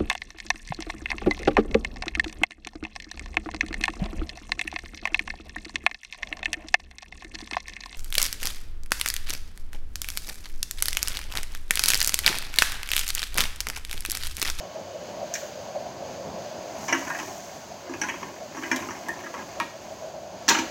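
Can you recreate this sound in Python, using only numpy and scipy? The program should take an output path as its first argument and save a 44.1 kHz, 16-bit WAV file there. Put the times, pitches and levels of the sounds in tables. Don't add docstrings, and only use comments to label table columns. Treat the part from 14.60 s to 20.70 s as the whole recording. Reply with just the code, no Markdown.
import sys
import numpy as np
from scipy import signal
from scipy.fft import rfft, irfft
from scipy.io import wavfile
from scipy.ndimage import uniform_filter1d, map_coordinates

SR = 44100
rng = np.random.default_rng(int(sys.argv[2]) if len(sys.argv) > 2 else 0)


def digitize_waveform(pressure):
    field = np.atleast_2d(pressure).T
    bounded = np.clip(field, -1, 1)
    quanta = np.round(bounded * 32767).astype(np.int16)
    wavfile.write(sys.argv[1], SR, quanta)


N = 269075
T = np.arange(N) / SR
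RING = T[:SR // 7]

# (time [s], flame rumble [dB], hollow roar [dB], jet hiss [dB])
AIR_AND_FIRE = [(0, -45.5, -41, -48), (.7, -44.5, -39.5, -46), (1.3, -43.5, -40, -47),
                (2.1, -40.5, -39, -46), (2.8, -46, -42.5, -47.5), (3.7, -45.5, -44.5, -49),
                (5.1, -44.5, -43.5, -48.5), (5.7, -44, -41, -50), (6.1, -44, -43.5, -43)]
# (frequency [Hz], level [dB])
HOLLOW_COLOUR = [(380, -21.5), (480, -13), (555, -0.5), (640, 0.5), (715, -3), (810, -13), (950, -19.5)]
# (frequency [Hz], level [dB])
FLAME_COLOUR = [(20, -24), (40, -20), (60, -11), (95, -3.5), (135, -5), (205, -1), (290, -5), (390, -2.5),
                (470, -9), (830, -5), (1000, -6.5), (1200, -18.5)]
# (frequency [Hz], level [dB])
JET_COLOUR = [(1200, 0.5), (1490, 5), (2020, -0.5), (2510, 0.5), (3100, -0.5), (3900, -3), (4250, 0),
              (4800, 2), (5470, -3.5), (6500, 4), (7400, -8.5), (9000, -21), (12000, -20), (15800, -14.5)]
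# (frequency before waver [Hz], level at the opening jet level, before waver [dB])
FAN_TONES = [(1107, -57.5), (2214, -67)]
# (frequency [Hz], level [dB])
WHISTLE_COLOUR = [(2750, -24), (3000, 0), (3250, -27)]
# (time [s], rise of the roar [dB])
ROAR_SWELLS = [(.158, 8), (.353, 4), (.604, 4.5), (.732, 6.5), (1.151, 10), (1.204, 7), (1.457, 3.5),
               (2.415, 4.5), (5.413, 4.5), (5.443, 3.5)]

# (frequency [Hz], level within its part [dB], t60 [s])
CAN_MODES = [(261, -2.5, 0.16), (292.5, -2.5, 0.37), (336.5, 3, 0.21), (670, -32, 0.044), (928, 4, 0.15),
             (1096, 0.5, 0.15), (1292, -2.5, 0.11), (1430, -5.5, 0.06), (1642, 5, 0.13), (1724, 3, 0.064),
             (1866, -3, 0.25), (2003, -3, 0.14), (2214, -5.5, 0.15), (2332, 2.5, 0.067), (2510, -5.5, 0.11),
             (2820, -19.5, 0.26), (2932, -6, 0.11), (3218, -12, 0.11), (5460, -5, 0.13), (5740, 7.5, 0.037),
             (6000, 2.5, 0.026), (6177, 1, 0.12), (6860, -6.5, 0.079)]
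# (frequency [Hz], level [dB])
CAN_RING_COLOUR = [(130, 0.5), (7200, -0.5), (9000, -3), (16000, 3.5)]
# (time [s], wall [dB], lid relative to the wall [dB])
DROP_STRIKES = [(0.7393, -51, 9), (.7526, -44.5, -1)]
# (frequency [Hz], level [dB])
RIM_COLOUR = [(3200, -14), (4700, -21), (5500, 0), (7000, 1), (8200, -23.5), (15000, -21.5)]
# (time [s], level before colour [dB])
SKIN_BUCKLES = [(0.7514, -30), (4.1599, -28), (5.881, -21.5), (5.8877, -11), (5.9868, -26)]
# (frequency [Hz], level [dB])
CRACK_COLOUR = [(150, -42), (900, -23), (2000, -10), (3200, 0), (4500, -1), (6400, 2), (7300, -2),
                (8800, -17), (11000, -21.5), (15500, -13)]
# (frequency [Hz], level [dB])
YARD_COLOUR = [(100, -5.5), (300, 5), (600, 0.5), (1100, -1), (2500, 2.5), (4200, 7), (5400, -6),
               (6500, 2.5), (9000, 2), (15000, 3)]

# (start [s], length [s], film rustle [dB], jostling cans [dB])
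SACK_SWINGS = [(2.257, 0.41, -45, -41), (3.394, 0.15, -50, -39.5), (4.022, 0.24, -48, -38.5),
               (4.473, 0.37, -53, -44.5), (5.202, 0.14, -56, -57)]
# (frequency [Hz], level [dB])
FILM_COLOUR = [(2500, -8), (4000, -6), (6400, 10), (7500, 1), (9000, -10.5), (11000, -10), (15500, -5)]
# (time [s], wall [dB], then relative to the wall:
# air cavity [dB], slow flex [dB], upper wall [dB], lid [dB])
CAN_KNOCKS = [(2.283, -44, -10, 2.5, -1, 1), (2.291, -49.5, -7, 8, 7, 4), (2.3256, -31, -4, -8, -4, -5),
              (2.3444, -39, -16, -1, -8, -17), (2.478, -45.5, -20, -15, -11, -16),
              (2.5005, -38, -22, -3.5, -14, -27), (2.5491, -42, -19, -9, -12, -18),
              (2.589, -47, -3.5, -1, -3, -5), (3.2945, -56.5, 14, 3, -11, -2),
              (3.3372, -51, 1, 1, -0.5, -6), (3.4154, -38.5, -5.5, -5, -2.5, 0.5),
              (3.4362, -42, -3, -20, -9, -4.5), (3.487, -40.5, -25, -5.5, 0, -9),
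              (3.9692, -51, 4, 4.5, -16, -5), (4.0337, -41, -5.5, -24, -7, -23),
              (4.115, -32.5, -5.5, -10, -4, -8), (4.1628, -53, 3, -15, 5, 1),
              (4.3073, -48.5, -16, 0.5, -13, -4.5), (4.4849, -37, -12.5, -7.5, -25, -21),
              (4.6382, -49.5, -13, -13, -18, -14), (4.6603, -46.5, -7, -3, -21, -27),
              (4.741, -51.5, -0.5, 8.5, -6, -12), (4.7907, -50.5, -8, 2, -10, -12),
              (5.001, -40, -9.5, 6, -1, -16), (5.881, -37, -2, 0.5, -11, 4.5),
              (5.887, -32, -19, 0, -14, -1.5), (5.9053, -34.5, -2.5, 1, 0, -3),
              (5.945, -39.5, -3, -18, 3, -10), (5.9874, -42.5, 5, 0, 2, 2)]
# (time [s], level before colour [dB])
TAUT_SNAPS = [(4.116, -31), (4.161, -24), (4.4852, -29.5)]
# (frequency [Hz], level [dB])
SNAP_COLOUR = [(3000, -9), (7000, 0.5), (9000, -9), (11500, -7.5), (15500, -8)]
# (thud [dB], tumbling cans [dB], crunch [dB])
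LANDING_LEVELS = (-28.5, -19, -12)
# (frequency [Hz], level [dB])
SOIL_COLOUR = [(70, -4), (130, -14), (190, 10), (320, 3.5), (450, -6), (650, -25)]

SURGE_DB, SURGE_RATE = 1.58, 32
JET_WANDER_DB, JET_WANDER_RATE = .5, 9.8
DRIFT_SHARE, DRIFT_RATE = .04, 6
FAN_WAVER_SHARE, FAN_WAVER_DB = .0015, 2.5
WHISTLE_DB, WHISTLE_UNTIL_S, WHISTLE_FADE_DB_S = -60, 0.86, 18
SWELL_ATTACK_S, SWELL_HOLD_S, SWELL_RELEASE_S, BUMP_DB = 0.0067, 0.0076, 0.032, 3

LID_HZ = 5950
DROP_CAVITY_DB, DROP_FLEX_DB, DROP_UPPER_DB = -21, -27, -4
DROP_LID_HZ, DROP_RING_TIME = 6060, 0.48
RIM_DB, RIM_T60_S = -12.5, 0.036
HISS_TAIL_DB, HISS_TAIL_T60_S = -44, 0.7

FILM_STIR_DB_S, FILM_SETTLE_DB_S = 87, 25
CANS_STIR_DB_S, CANS_SETTLE_DB_S = 77, 47
JOSTLE_RATE, TUMBLE_RATE = 170, 1000
CHATTER_S, RING_TIME, TICK_DB = 0.0094, 0.63, -16
LANDING_S = 5.887
TOP_HZ = 15900


def undb(db):
    return 10 ** (np.asarray(db) / 20)


def unit(x):
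    return x / np.sqrt(np.mean(x ** 2) + 1e-18)


def curves(table):
    s, *columns = np.transpose(table)
    return [np.interp(T, s, column) for column in columns]


def colour(x, points, size=2048):
    hz, db = np.transpose(points)
    octave = np.log2(np.maximum(np.arange(size + 1) * SR / (2 * size), 1))
    outside = np.abs(octave - np.clip(octave, np.log2(hz[0]), np.log2(hz[-1])))
    gain_db = np.interp(octave, np.log2(hz), db) - np.minimum(30 * outside, 60)
    cepstrum = irfft(np.log(undb(gain_db)))
    cepstrum[1:size] *= 2
    cepstrum[size + 1:] = 0
    impulse = irfft(np.exp(rfft(cepstrum)))[:size]
    return signal.fftconvolve(x, impulse)[:len(x)]


def walk(rate):
    hold = max(int(SR / rate), 2)
    steps = np.repeat(rng.standard_normal(N // hold + 1), hold)
    slewed = uniform_filter1d(uniform_filter1d(steps, hold), hold)
    return unit(slewed[:N])


def fade(t, t60):
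    return np.exp(-np.log(1000) * t / np.maximum(t60, 1e-4))


def add(track, s, sound):
    i = int(np.clip(s * SR, 0, N - 1))
    track[i:i + len(sound)] += sound[:N - i]


def turbulence(points, flutter_db, flutter_rate):
    noise = colour(rng.standard_normal(N), points)
    return unit(noise * undb(flutter_db * walk(flutter_rate)))


def furnace():
    rumble_db, roar_db, hiss_db = curves(AIR_AND_FIRE)
    drifting = np.cumsum(1 + DRIFT_SHARE * walk(DRIFT_RATE))
    boom = turbulence(HOLLOW_COLOUR, flutter_db=1.47, flutter_rate=54)
    hollow = map_coordinates(boom, [drifting], mode="mirror")
    roar = hollow * undb(roar_db + SURGE_DB * walk(SURGE_RATE) + roar_swells())
    rumble = turbulence(FLAME_COLOUR, flutter_db=2.0, flutter_rate=14) * undb(rumble_db)
    jet = turbulence(JET_COLOUR, flutter_db=.4, flutter_rate=25)
    hiss = jet * undb(hiss_db + JET_WANDER_DB * walk(JET_WANDER_RATE))
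    return roar + low_bumps(roar_db) + rumble + hiss + fan(hiss_db)


def fan(hiss_db):
    fan_time = np.cumsum(1 + FAN_WAVER_SHARE * walk(3)) / SR
    whine = sum(undb(db) * np.sin(2 * np.pi * hz * fan_time) for hz, db in FAN_TONES)
    return whine * undb(FAN_WAVER_DB * walk(11) + hiss_db - hiss_db[0])


def whistle():
    fading_db = WHISTLE_DB - WHISTLE_FADE_DB_S * np.maximum(T - WHISTLE_UNTIL_S, 0)
    return turbulence(WHISTLE_COLOUR, flutter_db=4.5, flutter_rate=20.4) * undb(fading_db)


def roar_swells():
    corners = np.cumsum([0, SWELL_ATTACK_S, SWELL_HOLD_S, SWELL_RELEASE_S])
    return sum(np.interp(T - s, corners, [0, db, db, 0]) for s, db in ROAR_SWELLS)


def low_bumps(roar_db):
    bump = colour(signal.unit_impulse(len(RING)), HOLLOW_COLOUR)
    bump = bump / np.abs(bump).max()
    out = np.zeros(N)
    for s, db in ROAR_SWELLS:
        add(out, s, undb(db + BUMP_DB) * bump)
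    return out * undb(roar_db)


def can(push, lid_hz, ring_time, detune, scatter_db):
    hz, db, t60 = np.transpose(CAN_MODES)
    part = np.digitize(hz, [450, 1350, 2150, 4500])
    shift, strength, side = rng.standard_normal((3, len(hz)))
    lid_shift = np.where(part == 4, lid_hz / LID_HZ, 1)
    hz = hz * (1 + detune * shift) * lid_shift
    gain = undb(db + scatter_db * strength) * np.sign(side)
    keep_per_sample = fade(1 / SR, t60 * ring_time)
    parts = np.zeros((part.max() + 1, len(push)))
    for k, f, g, keep in zip(part, hz, gain, keep_per_sample):
        resonance = [1, -2 * keep * np.cos(2 * np.pi * f / SR), keep ** 2]
        parts[k] += signal.lfilter([g, 0, -g], resonance, push)
    return parts


def contact(length, chatter):
    touched = rng.random(len(RING)) < 900 / SR
    touches = rng.standard_normal(len(RING)) * touched
    push = chatter * touches * np.exp(-RING / max(length, .0005))
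    push[0] = 1
    return push


def voice(parts, shares_db):
    return sum(undb(db) * unit(part) for db, part in zip(shares_db, parts))


def knock(shares_db, lid_hz, ring_time, length):
    first = can(contact(length, chatter=0.51), lid_hz, ring_time, detune=0.013, scatter_db=3.5)
    second = can(contact(length, chatter=0.66), lid_hz, ring_time, detune=0.0631, scatter_db=-1.0)
    return voice(first + 0.93 * second, shares_db)


def dropped_can():
    out = np.zeros(N)
    for s, db, lid_db in DROP_STRIKES:
        shares_db = [DROP_CAVITY_DB, DROP_FLEX_DB, 0, DROP_UPPER_DB, lid_db]
        add(out, s, undb(db) * knock(shares_db, DROP_LID_HZ, DROP_RING_TIME, length=.006))
    rim_s, side_s = DROP_STRIKES[0][0], DROP_STRIKES[-1][0]
    tick = colour(rng.standard_normal(len(RING)) * fade(RING, RIM_T60_S), RIM_COLOUR)
    add(out, rim_s, undb(RIM_DB) * tick)
    t = T[:SR // 2]
    hiss_tail = unit(colour(rng.standard_normal(len(t)), FILM_COLOUR)) * fade(t, HISS_TAIL_T60_S)
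    add(out, side_s, undb(HISS_TAIL_DB) * hiss_tail)
    return colour(out, CAN_RING_COLOUR)


def noise_snap(db, t60):
    return undb(db) * rng.standard_normal(len(RING)) * fade(RING, t60)


def buckles():
    cracks = np.zeros(N)
    for s, db in SKIN_BUCKLES:
        add(cracks, s, noise_snap(db, t60=0.1))
    return colour(cracks, CRACK_COLOUR)


def yard(x, t60, wet_db):
    t = T[:SR * 3 // 4]
    envelope = fade(t, t60) * (1 - np.exp(-t / 0.0071))
    tail = colour(rng.standard_normal(len(t)) * envelope, YARD_COLOUR)
    return undb(wet_db) * signal.fftconvolve(x, tail / np.linalg.norm(tail))[:N]


def swell(start, length, stir, settle):
    before = np.maximum(start - T, 0)
    after = np.maximum(T - start - length, 0)
    return undb(-stir * before - settle * after)


def heap(size, rate, shares_db, spread_db, count=8):
    out = np.zeros(size)
    for _ in range(count):
        nudges = np.zeros(size)
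        nudge_count = int(rate / count * size / SR) + 1
        places = rng.integers(size, size=nudge_count)
        strengths = undb(spread_db * rng.standard_normal(nudge_count))
        nudges[places] = rng.choice([-1, 1], nudge_count) * strengths
        push = contact(0.0044, chatter=0.81)
        parts = can(push, LID_HZ, ring_time=0.57, detune=0.0834, scatter_db=1)
        out += signal.oaconvolve(nudges, voice(parts, shares_db))[:size]
    return unit(colour(out, CAN_RING_COLOUR))


def sack():
    rustles = [undb(film_db) * swell(s, length, FILM_STIR_DB_S, FILM_SETTLE_DB_S)
               for s, length, film_db, _ in SACK_SWINGS]
    jostles = [undb(cans_db) * swell(s, length, CANS_STIR_DB_S, CANS_SETTLE_DB_S)
               for s, length, _, cans_db in SACK_SWINGS]
    snapped = rng.random(N) < 5000 / SR
    snaps = snapped * rng.standard_normal(N) * undb(0.86 * rng.exponential(size=N))
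    film = unit(colour(snaps, FILM_COLOUR))
    cans = heap(N, JOSTLE_RATE, shares_db=[0.5, 2.5, -3, -3.0, -11], spread_db=4.5)
    return np.max(rustles, axis=0) * film + np.max(jostles, axis=0) * cans


def clinks():
    rings, ticks = np.zeros((2, N))
    for s, db, cavity_db, flex_db, upper_db, lid_db in CAN_KNOCKS:
        shares_db = [cavity_db, flex_db, 0, upper_db, lid_db]
        add(rings, s, undb(db) * knock(shares_db, LID_HZ, RING_TIME, CHATTER_S))
        add(ticks, s, noise_snap(db + lid_db + TICK_DB, t60=0.1))
    return colour(rings, CAN_RING_COLOUR) + colour(ticks, CRACK_COLOUR)


def film_snaps():
    out = np.zeros(N)
    for s, db in TAUT_SNAPS:
        add(out, s, noise_snap(db, t60=0.043))
    return colour(out, SNAP_COLOUR)


def landing():
    t = T[:SR // 4]
    thud_db, tumble_db, crunch_db = LANDING_LEVELS
    thud = unit(colour(rng.standard_normal(len(t)), SOIL_COLOUR))
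    thud *= fade(t, 0.29) * (1 - np.exp(-t / 0.0046))
    tumble = heap(len(t), TUMBLE_RATE, shares_db=[0, 8, 5, 2.0, 3.5], spread_db=5.5)
    tumble *= fade(t, 0.4) * (1 - np.exp(-t / 0.011))
    crunch = unit(colour(rng.standard_normal(len(t)), CRACK_COLOUR))
    crunch *= fade(t, 0.063) * (1 - np.exp(-t / 0.0012))
    out = np.zeros(N)
    add(out, LANDING_S, undb(thud_db) * thud + undb(tumble_db) * tumble + undb(crunch_db) * crunch)
    return out


def scene():
    blows = dropped_can() + buckles() + clinks() + film_snaps() + landing()
    tail = yard(blows, t60=0.41, wet_db=-8.0)
    return (furnace() + whistle() + sack() + blows + tail)[None]


def record(dry):
    top_cut = signal.ellip(10, .2, 70, TOP_HZ, fs=SR, output="sos")
    return signal.sosfilt(top_cut, dry)


dry = scene()
out = record(dry)
digitize_waveform(out)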